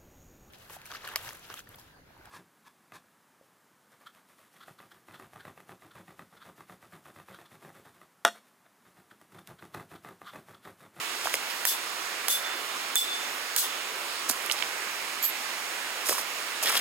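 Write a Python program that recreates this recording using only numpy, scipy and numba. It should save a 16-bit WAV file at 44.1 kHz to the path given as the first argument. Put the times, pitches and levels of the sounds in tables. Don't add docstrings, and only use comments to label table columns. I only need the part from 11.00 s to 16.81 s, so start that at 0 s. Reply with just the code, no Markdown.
import sys
import numpy as np
from scipy import signal
from scipy.fft import rfft, irfft
from scipy.io import wavfile
from scipy.ndimage import uniform_filter1d
from numba import njit

SR = 44100
rng = np.random.default_rng(int(sys.argv[2]) if len(sys.argv) > 2 else 0)


def materialize(psi):
    bounded = np.clip(np.atleast_2d(psi).T, -1, 1)
    quanta = np.round(bounded * 32767).astype(np.int16)
    wavfile.write(sys.argv[1], SR, quanta)


def volts_from_decibels(level):
    exponent = np.asarray(level, float) / 20
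    return 10 ** exponent


N = 256040
T = np.arange(N) / SR
HZ = np.fft.rfftfreq(N, 1 / SR)
SIDES = np.array([[1], [-1]])

# (time [s], crack [dB], low ring [dB], high ring [dB], swell that each layer scales [s], # factor
# of the grip on the three low modes' t60 [1], delay until the lifted head turns edge-on [s])
BLOWS = [(.652, -9, -25.5, -14, 0.0262, 0.556, 0.126), (1.283, -11, -25, -18, 0.0222, 1.235, 0.13),
         (1.956, -10.5, -15, -22, 0.012, 0.73, 0.1047), (2.563, -11, -30, -14.5, 0.0207, 0.895, 0.172)]
# (6 kHz modes [dB], 8 kHz modes [dB], 11-12 kHz modes [dB], 14 kHz modes [dB])
TONES = [(10.7, -11, 1, 0.5), (19.1, -0.5, 1, 4.5), (3, 5.5, -0.5, -4), (5.6, -1.5, -5, -1)]
TONE_EDGES_HZ = [7000, 9000, 10900, 13000]
# (frequency [Hz], level [dB], t60 before the grip [s])
HEAD_MODES = [(3499, -1, .9), (3466, -2, .3), (3520, -7, .3), (6200, -16, .12), (7730, -6, .2),
              (7989, -5, .2), (8090, -3, .2), (10682, -4, .18), (10748, -4, .24), (10990, -5, .18),
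              (11270, -6, .18), (11620, -5, .18), (11688, -4, .18), (11815, -3, .18), (13640, -7, .18),
              (13740, -8, .18)]
# (frequency [Hz], relative density [dB per Hz])
CRACK_SPECTRUM = [(250, -18), (700, -1), (1500, 4), (3000, -1), (5500, 1), (8500, -1), (12000, 1),
                  (16000, 1)]
# (frequency [Hz], relative density [dB per Hz])
WASH_SPECTRUM = [(1500, -26), (3000, 9), (5000, 11), (8000, 10.5), (11000, 6), (14000, 11), (16000, 8)]
# (time [s], level [dB])
TAPS = [(4.226, -28), (4.234, -27), (4.240, -24), (4.250, -21)]
# (frequency [Hz], level [dB], t60 [s])
PIECE_MODES = [(3300, -8, .03), (4576, -9, .06), (7027, -7, .08), (7752, -9, .1), (11600, -11, .18),
               (12454, 0, .14), (12511, -2, .14), (13055, -4, .24), (13117, -5, .24)]
# (time [s], peak [dB], centre [Hz], bright tick peak [dB])
KNOCKS = [(0.256, -20.5, 802, -35), (0.248, -29.5, 6000, -25.5), (0.271, -16.5, 1500, -36.5),
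          (0.3405, -12.5, 2310, -13.5), (0.341, -25, 664, -42), (3.2915, -18, 9000, -15),
          (3.2937, -14.5, 7000, -27.5), (3.299, -25.5, 404, -13), (3.609, -42, 2500, -32.5),
          (3.441, -24, 2330, -40), (3.462, -35, 1600, -17.5), (3.498, -15.5, 2820, -30),
          (3.513, -11, 4600, -23.5), (3.519, -27, 7000, -25.5), (3.522, -14.5, 5970, -23),
          (3.6232, -17, 3040, -39.5), (3.625, -16, 3120, -33), (5.071, -19.5, 8000, -33),
          (5.093, -21, 550, -20), (5.097, -21.5, 8000, -17.5), (5.104, -18.5, 8500, -26),
          (5.108, -19, 748, -35), (5.117, -23, 604, -40), (5.125, -19, 1200, -14),
          (5.149, -26.5, 1215, -29.5), (5.18, -20.5, 1415, -28), (5.627, -22.5, 1300, -13),
          (5.642, -21, 5500, -25.5), (5.649, -24.5, 795, -40), (5.659, -23.5, 3300, -18),
          (5.696, -18, 3000, -27), (5.701, -13.5, 1800, -13.5), (5.723, -22.5, 1800, -40),
          (5.752, -17.5, 2500, -35), (5.765, -20.5, 2800, -35), (5.775, -16, 3260, -5.5),
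          (5.779, -20, 1800, -26), (5.788, -15.5, 3300, -30)]
# (peak time [s], build-up [s], settling by 60 dB [s], fine grit [dB], deeper stones over grit [dB])
CRUNCHES = [(0.256, 0.056, 0.43, -40, -0.5), (0.341, 0.0206, 0.103, -32.5, -6),
            (0.505, 0.015, 0.118, -44.5, 6), (3.297, 0.0082, 0.116, -21, -21),
            (3.45, 0.07, 0.187, -46.5, 3.5), (3.521, 0.0122, 0.122, -35.5, -30.5),
            (3.58, 0.024, 0.36, -53.5, 10.5), (5.075, 0.025, 0.36, -30.5, -27.5),
            (5.096, 0.0203, 0.182, -26.5, -17.5), (5.129, 0.029, 0.123, -30, -9),
            (5.196, 0.056, 0.118, -33, -12), (5.632, 0.009, 0.2, -29, -16), (5.65, 0.014, 0.6, -35, 4.5),
            (5.698, 0.05, 0.37, -29, 1), (5.752, 0.034, 1, -35, 2), (5.778, 0.025, 0.247, -28.5, 3.5)]
# (frequency [Hz], relative density [dB per Hz])
GRIT_SPECTRUM = [(300, -70), (3000, -12.5), (5000, 3), (9500, -2.5), (11500, -2.5), (14800, -1.5),
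                 (16000, -21.5)]
# (frequency [Hz], relative density [dB per Hz])
PEBBLE_SPECTRUM = [(100, -70), (800, -37.5), (1600, -7), (2200, -7), (3300, 2), (5000, -7), (8000, -31)]
# (frequency [Hz], relative density [dB per Hz])
GRIND_SPECTRUM = [(40, -65), (300, -6), (550, -0.5), (1200, 2), (2500, -1), (8000, -34.5)]
# (frequency [Hz], width [Hz], level over the rattle [dB])
GRIT_RING = [(9617, 410, 0.5)]
# (frequency [Hz], width [Hz], level over the rattle [dB])
PEBBLE_RING = [(1000, 150, -3.5), (1813, 237, 2.5), (3300, 79, -2), (5340, 230, 7.5)]
# (time [s], peak [dB])
BUMPS = [(0.241, -51), (0.329, -51.5), (1.265, -66), (1.95, -55.5), (2.55, -52.5), (3.285, -53),
         (3.654, -54), (4.215, -66), (5.621, -62)]
# (time [s], left minus right [dB])
PLACE = [(0, -1.5), (.5, -4.5), (3.3, -7), (3.5, -12.5), (5.05, -4.5), (5.62, -3.5), (5.75, 0.5)]
# (frequency [Hz], relative density [dB per Hz])
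RIVER_SPECTRUM = [(18, -77), (30, -45), (90, -30), (273, -9.5), (319, -7.5), (355, -5.5), (512, -4.5),
                  (600, -4.5), (780, -2.5), (1160, 0), (2750, -1.5), (3140, -4), (6050, -8), (9460, -13.5),
                  (16000, -18.5)]
# (frequency [Hz], left minus right [dB])
RIVER_PAN = [(60, -10.5), (110, 2), (200, 0), (380, -1), (700, -3.5), (1290, -8), (2380, -7.5),
             (4400, -5.5), (8120, -1.5), (15000, -2)]
# (frequency [Hz], correlation [1])
RIVER_ALIKE = [(60, 0.35), (200, 0.878), (640, 0.8), (1410, 0.36), (2200, 0.547), (3100, 0.023),
               (5500, 0.05), (6500, 0.875), (15000, 0.913)]

LOW_ROUGH, HIGH_ROUGH = .4, 1
WASH_DB, WASH_FOLLOWS = 4.5, 0.71
PIECE_HELD_S = 4.302
BUILD_DB = 16.5
GRIND_DB, GRIND_FOLLOWS = -2, 0.332
THUD_DB = -5
RIVER_DB = -35
LEFT_LAG, IN_STEP_HZ = 3, 6300
TOP_HZ = 15900


def across(table):
    hz, value = np.transpose(table)
    return np.interp(np.log(HZ + 1), np.log(hz), value)


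def colour(x, spectrum):
    gain = volts_from_decibels(across(spectrum))
    return irfft(rfft(x) * gain / np.sqrt(np.mean(gain ** 2)), N)


def walk(rate_hz):
    hold = int(SR / rate_hz)
    steps = np.repeat(rng.standard_normal(N // hold + 1), hold)
    return 1.3 * uniform_filter1d(uniform_filter1d(steps, hold), hold)[:N]


def after(s, rise_s, t60_s):
    start = int(s * SR)
    length = int((t60_s + 5 * rise_s + .02) * SR)
    age = T[:min(length, N - start)] + start / SR - s + 1 / SR
    return start, age, (1 - np.exp(-age / rise_s)) ** 2 * volts_from_decibels(-60 * age / t60_s)


def add(out, start, x):
    out[:, start:start + x.shape[-1]] += x


def burst(env, lo_hz, hi_hz):
    push = env * rng.standard_normal(len(env))
    push[np.argmax(env)] += 2.5
    band = signal.butter(2, [lo_hz, hi_hz], "bandpass", fs=SR, output="sos")
    x = signal.sosfilt(band, push)
    return x / np.abs(x).max()


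def ring(out, s, modes, db, rise_s, pan_db, rough, fastest_hz=440):
    x = np.zeros_like(out)
    for (hz, mode_db, t60), blow_db in zip(modes, db):
        start, age, env = after(s, rise_s, t60)
        knots = rng.standard_normal((2, 3, 200))
        knots = knots[0] + 1j * knots[1]
        place = age * np.clip(48 * (hz / 3500) ** 1.9, 1, fastest_hz)
        drift = np.array([np.interp(place, np.arange(200), row) for row in .6 * knots[0] + .6 * knots[1:]])
        steady = np.exp(1j * np.angle(knots[0, 0]))
        wave = ((1 - rough) * steady + rough * drift) * np.exp(2j * np.pi * hz * age)
        energy = np.sum(np.abs(env * wave) ** 2, axis=1, keepdims=True)
        wave /= np.sqrt(energy / np.sum(env ** 2))
        add(x, start, volts_from_decibels(mode_db + blow_db + pan_db / 2 * SIDES) * env * wave.imag)
    return out + x


def hammer():
    out, crack, wash = np.zeros((3, 2, N))
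    head_hz = np.transpose(HEAD_MODES)[0]
    for (s, crack_db, low_db, high_db, swell_s, grip, turn_s), tone in zip(BLOWS, TONES):
        start, age, env = after(s, 0.00015, 0.061)
        push = env * (.3 + .8 * volts_from_decibels(-60 * age / .008)) * rng.standard_normal(len(age))
        push[np.argmax(env) // 2] += 1.5
        add(crack, start, volts_from_decibels(crack_db + SIDES * -3.0) * push)

        start, age, env = after(s + .004, 1.19 * swell_s, 0.18)
        noise = rng.standard_normal((3, len(age)))
        echoes = 0.153 * noise[0] + 1.086 * noise[1:]
        add(wash, start, volts_from_decibels(WASH_DB + WASH_FOLLOWS * high_db + SIDES * -.4) * env * echoes)

        tone_db = np.insert(tone, 2, 0)[np.digitize(head_hz, TONE_EDGES_HZ)]
        high_modes_db = high_db + tone_db + 3 * rng.standard_normal(len(HEAD_MODES))
        db = np.where(head_hz < 4000, low_db, high_modes_db)

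        low_modes = np.array(HEAD_MODES[:3]) * [1, 1, grip]
        low = ring(0 * out, s, low_modes, db[:3], 0.7 * swell_s, pan_db=-3, rough=LOW_ROUGH)
        out = out + low * (1 - .7 * np.exp(-((T - s - turn_s) / .03) ** 2))

        small = np.column_stack([rng.uniform(6500, 15600, 14), -12 + 3 * rng.standard_normal(14),
                                 np.full(14, .16)])
        out = ring(out, s + .002, small, np.full(len(small), high_db), 1.23 * swell_s,
                   pan_db=-6.5, rough=HIGH_ROUGH)
        out = ring(out, s + .002, HEAD_MODES[3:], db[3:], 0.804 * swell_s, pan_db=3.0, rough=HIGH_ROUGH)
    return out + colour(crack, CRACK_SPECTRUM) + colour(wash, WASH_SPECTRUM)


def clink():
    out, wash = np.zeros((2, 2, N))
    for s, db in TAPS:
        out = ring(out, s, PIECE_MODES, np.full(len(PIECE_MODES), db), 0.0005,
                   pan_db=-6, rough=0.65, fastest_hz=200)
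        start, age, env = after(s, 0.00084, 0.23)
        add(wash, start, volts_from_decibels(db - 6 + SIDES * -1.5) * env * rng.standard_normal((2, len(age))))
    held = volts_from_decibels(-700 * np.maximum(T - PIECE_HELD_S, 0))
    return (out + colour(wash, WASH_SPECTRUM)) * held


def camper_pan(s):
    return volts_from_decibels(np.interp(s, *np.transpose(PLACE)) / 2 * SIDES)


def knocks():
    out = np.zeros((2, N))
    for s, db, hz, tick_db in KNOCKS:
        start, _, env = after(s, 0.00044, 0.005 + 7 / hz)
        add(out, start, camper_pan(s) * volts_from_decibels(db) * burst(env, hz * 0.604, hz * 1.091))
        tick_env = after(s, 0.00016, 0.0055)[2]
        add(out, start, camper_pan(s) * volts_from_decibels(tick_db) * burst(tick_env, 7700, 14500))
    return out


def grains(per_s, spread_db):
    hits = rng.random(N) < per_s / SR
    x = hits * rng.standard_normal(N) * volts_from_decibels(spread_db * rng.exponential(size=N))
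    return x / x.std()


def rung(x, rings):
    gain = 1 + sum(volts_from_decibels(db) / (1 + 2j * (HZ - hz) / width) for hz, width, db in rings)
    return irfft(rfft(x) * gain, N)


def gravel_bed(per_s, spectrum, clumps_db):
    level = volts_from_decibels(clumps_db + 1.5 * walk(130))
    return level * colour(np.array([grains(per_s, spread_db=2.2) for _ in range(3)]), spectrum)


def gravel():
    clumps_db = 1.8 * walk(220)
    grit = rung(gravel_bed(6000, GRIT_SPECTRUM, clumps_db), GRIT_RING)
    pebbles = rung(gravel_bed(1800, PEBBLE_SPECTRUM, clumps_db), PEBBLE_RING)
    grind = gravel_bed(1000, GRIND_SPECTRUM, clumps_db)
    power, thuds = np.zeros((3, N)), np.zeros((2, N))
    for s, build_s, settle_s, grit_db, deep_db in CRUNCHES:
        grind_db = GRIND_DB + GRIND_FOLLOWS * deep_db
        shape_db = np.minimum(BUILD_DB * (T - s) / build_s, -60 * (T - s) / settle_s)
        layers_db = np.array([[0], [deep_db], [grind_db]])
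        power += volts_from_decibels(grit_db + shape_db) ** 2 * volts_from_decibels(layers_db) ** 2
        start, _, env = after(s, 0.00172, 0.0593)
        add(thuds, start, volts_from_decibels(grit_db + grind_db + THUD_DB) * burst(env, 204, 585))
    for s, db in BUMPS:
        start, _, env = after(s, 0.0039, 0.055)
        add(thuds, start, volts_from_decibels(db) * np.array([burst(env, 24, 95) for _ in SIDES]))
    x = sum(np.sqrt(p) * bed for p, bed in zip(power, (grit, pebbles, grind)))
    return camper_pan(T) * (x[0] + .7 * x[1:]) + thuds


def river():
    alike = np.clip(across(RIVER_ALIKE), -.99, .99)
    mid, side = (rfft(rng.standard_normal(N)) for _ in range(2))
    pair = np.sqrt(1 + alike) * mid + SIDES * np.sqrt(1 - alike) * side
    pair = pair * volts_from_decibels(across(RIVER_SPECTRUM) + SIDES * across(RIVER_PAN) / 2)
    out, swell = 0, walk(0.23)
    for k in range(20):
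        band = np.clip(1 - np.abs(2 * np.log2((HZ + 1) / 25) - k), 0, 1)
        out = out + irfft(pair * band, N) * volts_from_decibels(1.2 * swell + 1.05 * walk(9))
    return out * volts_from_decibels(RIVER_DB) / out.mean(axis=0).std()


def scene():
    left, right = hammer() + clink() + knocks() + gravel() + river()
    lag = np.exp(-2j * np.pi * HZ * LEFT_LAG / SR * (HZ < IN_STEP_HZ))
    return np.array([irfft(rfft(left) * lag, N), right])


@njit
def follow(x, attack, release):
    y, e = np.empty(len(x)), 0.
    for i in range(len(x)):
        e += (x[i] - e) * (attack if x[i] > e else release)
        y[i] = e
    return y


def top_cut(x):
    return signal.sosfilt(signal.butter(12, 16960, fs=SR, output="sos"), x)


def record(dry):
    attack_s, release_s, knee_db = .002, .04, -18.5
    level = follow(np.abs(dry).max(axis=0), 1 / (attack_s * SR), 1 / (release_s * SR))
    gain = np.minimum(volts_from_decibels(knee_db) / (level + 1e-9), 1) ** 1.07
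    mix = signal.sosfilt(signal.ellip(8, .2, 60, TOP_HZ, fs=SR, output="sos"), dry * gain)
    mix = signal.sosfilt(signal.butter(1, 90, "highpass", fs=SR, output="sos"), mix)
    return top_cut(mix)


dry = scene()
out = record(dry)
materialize(out)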